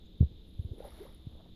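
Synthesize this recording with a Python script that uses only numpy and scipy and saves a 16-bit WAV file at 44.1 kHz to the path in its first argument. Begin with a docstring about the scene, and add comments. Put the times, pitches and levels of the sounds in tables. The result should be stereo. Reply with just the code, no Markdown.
"""A pig shifts in a muddy puddle some metres away, in a quiet outdoor pen.
A far bird chirps, puffs of wind begin to thump the left microphone port, and the pig's flank drags
through wet mud. Then the water slops twice, gulps with ringing bubbles, spatters and washes back.
Soft outdoor air, a faint hum and microphone hiss go on throughout."""
import sys
import numpy as np
from scipy import signal
from scipy.fft import rfft, irfft
from scipy.io import wavfile

SR = 44100
rng = np.random.default_rng(int(sys.argv[2]) if len(sys.argv) > 2 else 0)


def pcm_store(signal):
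    """Save signal as 16-bit PCM."""
    levels = np.round(np.clip(np.atleast_2d(signal), -1, 1) * 32767)
    wavfile.write(sys.argv[1], SR, levels.astype(np.int16).T)


N = 68355
T, HZ = np.arange(N) / SR, np.fft.rfftfreq(N, 1 / SR)
BAND_EDGE_HZ = 14600


def slop():
    """Amplitude-modulated noise: muddy water churns in lumps, louder the more it moves."""
    # Each row: frequency in Hz, density in dB per Hz before the stir gain.
    spectrum = [(120, -105), (280, -93.5), (500, -85), (850, -91), (1300, -101.5), (2000, -110),
                (4000, -135)]
    lumps = amp(2 * slow(54))
    churn = evened(rng.standard_normal(N) * lumps)
    return from_puddle(colour(churn * stir(column=1), spectrum))


def spatter():
    """Superposition of small impacts: droplets and a fine mist follow the movement of the water."""
    # Each row: frequency in Hz, left and right density in dB per Hz for unit white noise.
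    spectrum = [(378, -110, -110), (1300, -95, -99), (2160, -99, -93.5), (2600, -101, -106),
                (3800, -92.5, -104), (5600, -112, -104), (6200, -126, -113), (7020, -123, -108),
                (8400, -140, -122), (10300, -113, -95.5), (12000, -112, -103), (15100, -118, -115)]
    ports = []
    for port in (1, 2):
        spray = amp(-5) * droplets() + amp(-9.5) * rng.standard_normal(N)
        ports.append(colour(spray * stir(column=2), spectrum, column=port))
    return np.array(ports)


def stir(column):
    """Amplitude envelope: the water's movement sets the gain of the slop or the spatter."""
    # Each row: time in seconds, slop gain in dB, spatter gain in dB.
    movement = np.array([(.55, -20.5, -24), (.74, -15, -28), (.77, -10, -12), (0.799, -2, 2.5),
                         (.83, 3, -2.5), (0.861, 9, 4), (.90, -2, 1.5), (.95, -2.5, 2), (1.04, 1, 3.5),
                         (1.08, -2.5, -1), (1.13, -12.5, -4), (1.20, -14.5, -10), (1.31, -10.5, -12.5),
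                         (1.41, -2.5, -15), (1.469, -6, -13), (1.54, -24, -23)])
    return amp(np.interp(T, movement[:, 0], movement[:, column]))


def bubbles():
    """Cavity resonance: air pockets ring and rise in pitch as they close."""
    # Each row: start in seconds, level in dB, first pitch in Hz, initial rise in Hz per second,
    # swell time in seconds.
    pockets = [(.781, -43.5, 405, 3000, 0.0021), (.8032, -34.5, 483, 8000, 0.002),
               (.822, -50, 792, 4040, 0.0046), (.8462, -43, 770, 5000, 0.0025),
               (.8502, -41, 503, 9000, .003), (.881, -62, 820, 14200, 0.004),
               (.918, -57.5, 1222, 4960, 0.0037), (.968, -62, 750, 2000, .004),
               (1.000, -41, 310.3, 7020, 0.012), (1.031, -41.5, 420, 3000, 0.0018),
               (1.0506, -47, 493, 9900, 0.0034), (1.063, -55, 833, 38600, .005)]
    glide_s = 0.044
    out, t = np.zeros(N), T[:SR // 10]
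    for start, db, hz, rise, peak_s in pockets:
        pitch = hz + rise * glide_s * (1 - np.exp(-t / glide_s))
        add(out, start, amp(db) * swell(t, peak_s, shape=1.41) * tone(pitch))
    return from_puddle(out)


def drag():
    """Friction noise: wet mud gives a low smear and a high fizz under the pig's flank."""
    # Each row: time in seconds, smear gain in dB, fizz gain in dB.
    stroke = [(.25, -14, -37.5), (0.409, -11, -19), (.48, -10.5, 2.5), (.54, -17, -5), (.59, -5.5, -2),
              (.645, -5.5, 2.5), (0.689, -6.5, -9.5), (0.736, 3, -1), (.78, -9, 2), (.85, -11.5, -16),
              (1.1, -32, -35)]
    # Each row of both: frequency in Hz, density in dB per Hz before the stroke's gain.
    smear_spectrum = [(120, -101.5), (250, -77.5), (480, -83), (700, -100), (1200, -125)]
    fizz_spectrum = [(4000, -145), (9000, -135), (10200, -109), (11500, -113), (14000, -126)]
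    times, smear_db, fizz_db = np.transpose(stroke)
    smear = colour(rng.standard_normal(N) * amp(np.interp(T, times, smear_db)), smear_spectrum)
    spray = evened(droplets() + amp(5.5) * rng.standard_normal(N))
    fizz = colour(spray * amp(np.interp(T, times, fizz_db)), fizz_spectrum)
    return from_puddle(smear) + np.array([amp(-13.5) * fizz, fizz])


def droplets(bands=22, per_band_per_s=250, spread_db=3.5):
    """Shot noise: a random impulse train in each band makes tiny pings, white overall."""
    band_position = np.interp(np.sqrt(HZ), np.sqrt([400, BAND_EDGE_HZ]), [0, bands - 1])
    spectrum = 0
    for band in range(bands):
        sizes = amp(spread_db * np.minimum(rng.exponential(1, N), 4)) * rng.choice([-1, 1], N)
        train = evened(sizes * (rng.random(N) < per_band_per_s / SR))
        passband = np.cos(np.pi / 2 * np.clip(band_position - band, -1, 1))
        spectrum = spectrum + rfft(train) * passband
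    return irfft(spectrum, N)


def drops():
    """Damped oscillation: drops of mud land with high, thin ticks, mostly on the right."""
    # Each row: start in seconds, level on the right in dB, pitch in Hz.
    landings = [(.181, -65, 10600), (0.198, -71, 10400), (.375, -73, 11200), (0.539, -62.5, 11000),
                (0.646, -64, 11000), (.783, -65, 10500), (.7995, -77, 10400), (0.8428, -51, 11900),
                (0.8519, -49, 10400), (0.855, -50, 12500), (.8615, -48, 10650), (.874, -53, 10300),
                (0.877, -54, 11900), (0.9056, -47, 10270), (.9395, -62, 10800), (.979, -55, 10600),
                (1.0325, -58, 12100), (1.0455, -51.5, 12000), (1.1475, -49.5, 10540), (1.146, -57, 12200)]
    waver_hz, left_db = 170, -19
    out, t = np.zeros(N), T[:SR // 50]
    for start, db, hz in landings:
        pitch = hz + waver_hz * slow(1300)[:len(t)]
        add(out, start, amp(db) * swell(t, peak_s=0.00051, shape=0.79) * tone(pitch))
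    return from_puddle(out) * np.array([[amp(left_db)], [1]])


def wind():
    """Transient response: the microphone's low cut turns pressure puffs into thumps, over a rumble."""
    # Each row: time in seconds, pressure scale in dB, rise and fall time constants in seconds,
    # push (+1) or pull (-1), turbulence gain in dB.
    puffs = [(0.2087, 8, 0.0013, 0.0016, -1, 1.5), (.2287, 2, 0.0024, 0.0011, 1, 6.5),
             (0.2417, 3.5, 0.004, 0.0034, 1, -15), (.262, -1.5, 0.0038, 0.0067, -1, -13.5),
             (.317, -23.5, 0.0014, 0.0018, -1, 3), (.594, -1.5, .0023, 0.0033, -1, -9.5),
             (0.65, -7, .0018, 0.0037, -1, -10), (0.657, -24, 0.0016, 0.0025, 1, -2),
             (0.7141, -9, 0.0016, 0.0043, 1, -8), (1.27, -14, 0.00075, 0.0015, 1, 2)]
    # Each row: frequency in Hz, density in dB per Hz relative to the puff, before its turbulence gain.
    turbulence = [(100, -60), (280, -78.5), (400, -52), (560, -70.5), (800, -87.5), (1400, -91),
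                  (2500, -115), (5000, -138)]
    # Each row: frequency in Hz, density at the left port in dB per Hz.
    rumble = [(10, -68.5), (35, -66.5), (100, -89.5), (250, -100), (800, -130)]
    low_cut_hz, low_cut_q, right_db = 84.7, 1.435, -33.5
    pressure, eddies = np.zeros(N), colour(rng.standard_normal(N), turbulence)
    for time, db, rise, fall, direction, rough_db in puffs:
        bump = np.exp(-np.logaddexp((time - T) / rise, (T - time) / fall))
        pressure += direction * amp(db) * bump * (1 + amp(rough_db) * eddies)
    p = 1j * HZ / low_cut_hz
    high_pass = p / (p + 1) * p ** 2 / (p ** 2 + p / low_cut_q + 1)
    thumps = irfft(rfft(pressure) * high_pass, N)
    return np.array([thumps + colour(rng.standard_normal(N), rumble), amp(right_db) * thumps])


def bird():
    """Linear frequency sweep: one faint rising chirp, far off to the right."""
    start_s, db, first_hz, rise_hz_per_s, length_s = 0.049, -73, 5950, 62000, 0.027
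    out, t = np.zeros(N), np.arange(0, length_s, 1 / SR)
    envelope = np.sin(np.pi * t / length_s) ** 2
    cycles = first_hz * t + rise_hz_per_s * t ** 2 / 2
    add(out, start_s, amp(db) * envelope * np.sin(2 * np.pi * cycles))
    return np.array([amp(-9) * out, out])


def background():
    """Partial coherence: the ports share a far hum and the air's bass, but each has its own hiss."""
    # Each row: frequency in Hz, density of the outdoor air in dB per Hz.
    air = [(15, -84), (35, -77), (58, -71), (110, -81), (200, -85), (330, -89), (600, -101), (1000, -111),
           (1600, -115), (3000, -122), (8000, -140)]
    # Each row: frequency in Hz, left-right correlation of the air from -1 to 1.
    likeness = [(60, 1), (230, 0.24), (920, -0.018), (3580, -0.01), (14000, -0.35)]
    # Each row: frequency in Hz, left and right density in dB per Hz.
    hiss = [(500, -120, -120), (1870, -115, -115), (2570, -108, -113), (3212, -96.5, -110),
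            (3634, -89, -106), (3990, -95.5, -106), (4380, -107, -108), (4900, -116, -111),
            (5910, -133, -121), (6700, -128, -116), (9000, -140, -134), (11000, -124, -118),
            (11760, -120, -120), (14480, -121, -123)]
    # Each row: frequency of a hum partial in Hz, rms level in dB.
    partials = [(60, -60.5), (183, -66.5), (229, -68.5), (321, -70), (421, -81)]
    waver_hz = 3
    left_air, unrelated, left_hiss, right_hiss = rng.standard_normal((4, N))
    correlation = read(likeness, HZ)
    right_air = irfft(correlation * rfft(left_air) + np.sqrt(1 - correlation ** 2) * rfft(unrelated), N)
    hum = sum(amp(db) * np.sqrt(2) * tone(hz + waver_hz * slow(8.1)) for hz, db in partials)
    left = colour(left_air, air) + colour(left_hiss, hiss, column=1)
    right = colour(right_air, air) + colour(right_hiss, hiss, column=2)
    return hum + np.array([left, right])


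def from_puddle(x, left_lag_s=0.00017):
    """Path difference: the puddle's sound reaches the right port just before the left."""
    return np.array([irfft(rfft(x) * np.exp(-2j * np.pi * HZ * left_lag_s), N), x])


def colour(x, table, column=1, size=16384):
    """Minimum-phase filtering: gives unit white noise the table's spectral density."""
    density_db = read(table, abs(np.fft.fftfreq(size, 1 / SR)), column)
    log_gain = np.log(amp(density_db) * np.sqrt(SR / 2))
    taps = np.fft.ifft(np.exp(np.conj(signal.hilbert(log_gain)))).real
    return irfft(rfft(x) * rfft(taps[:size // 2], N), N)


def read(table, hz, column=1):
    """Interpolation of a spectrum table on a log-frequency axis."""
    table = np.array(table, float)
    return np.interp(np.log(hz + 1), np.log(table[:, 0] + 1), table[:, column])


def tone(pitch_hz):
    """A sine whose phase is the integral of its frequency."""
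    return np.sin(2 * np.pi * np.cumsum(pitch_hz) / SR)


def swell(t, peak_s, shape):
    """Gamma envelope: rises to 1 at peak_s, then dies away."""
    return (t / peak_s * np.exp(1 - t / peak_s)) ** shape


def slow(rate_hz):
    """Low-passed noise: a smooth random wander of unit rms."""
    return evened(irfft(rfft(rng.standard_normal(N)) * np.exp(-(HZ / rate_hz) ** 2), N))


def evened(x):
    """Normalisation to unit rms."""
    return x / np.sqrt(np.mean(x ** 2) + 1e-20)


def amp(db):
    """Decibels to amplitude ratio."""
    return 10 ** (np.asarray(db) / 20)


def add(mix, start_s, sound):
    """Superposes a sound on the mix from start_s."""
    part = mix[round(start_s * SR):][:len(sound)]
    part += sound[:len(part)]


def scene():
    """Superposition: the puddle, the wind and the quiet pen sum at each port."""
    return drag() + bubbles() + slop() + spatter() + drops() + wind() + bird() + background()


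def record(dry):
    """Band limiting: a linear-phase low-pass removes the highest treble."""
    low_pass = signal.firwin(511, BAND_EDGE_HZ, window=("kaiser", 9), fs=SR)
    return signal.oaconvolve(dry, low_pass[None], "same")


dry = scene()
out = record(dry)
pcm_store(out)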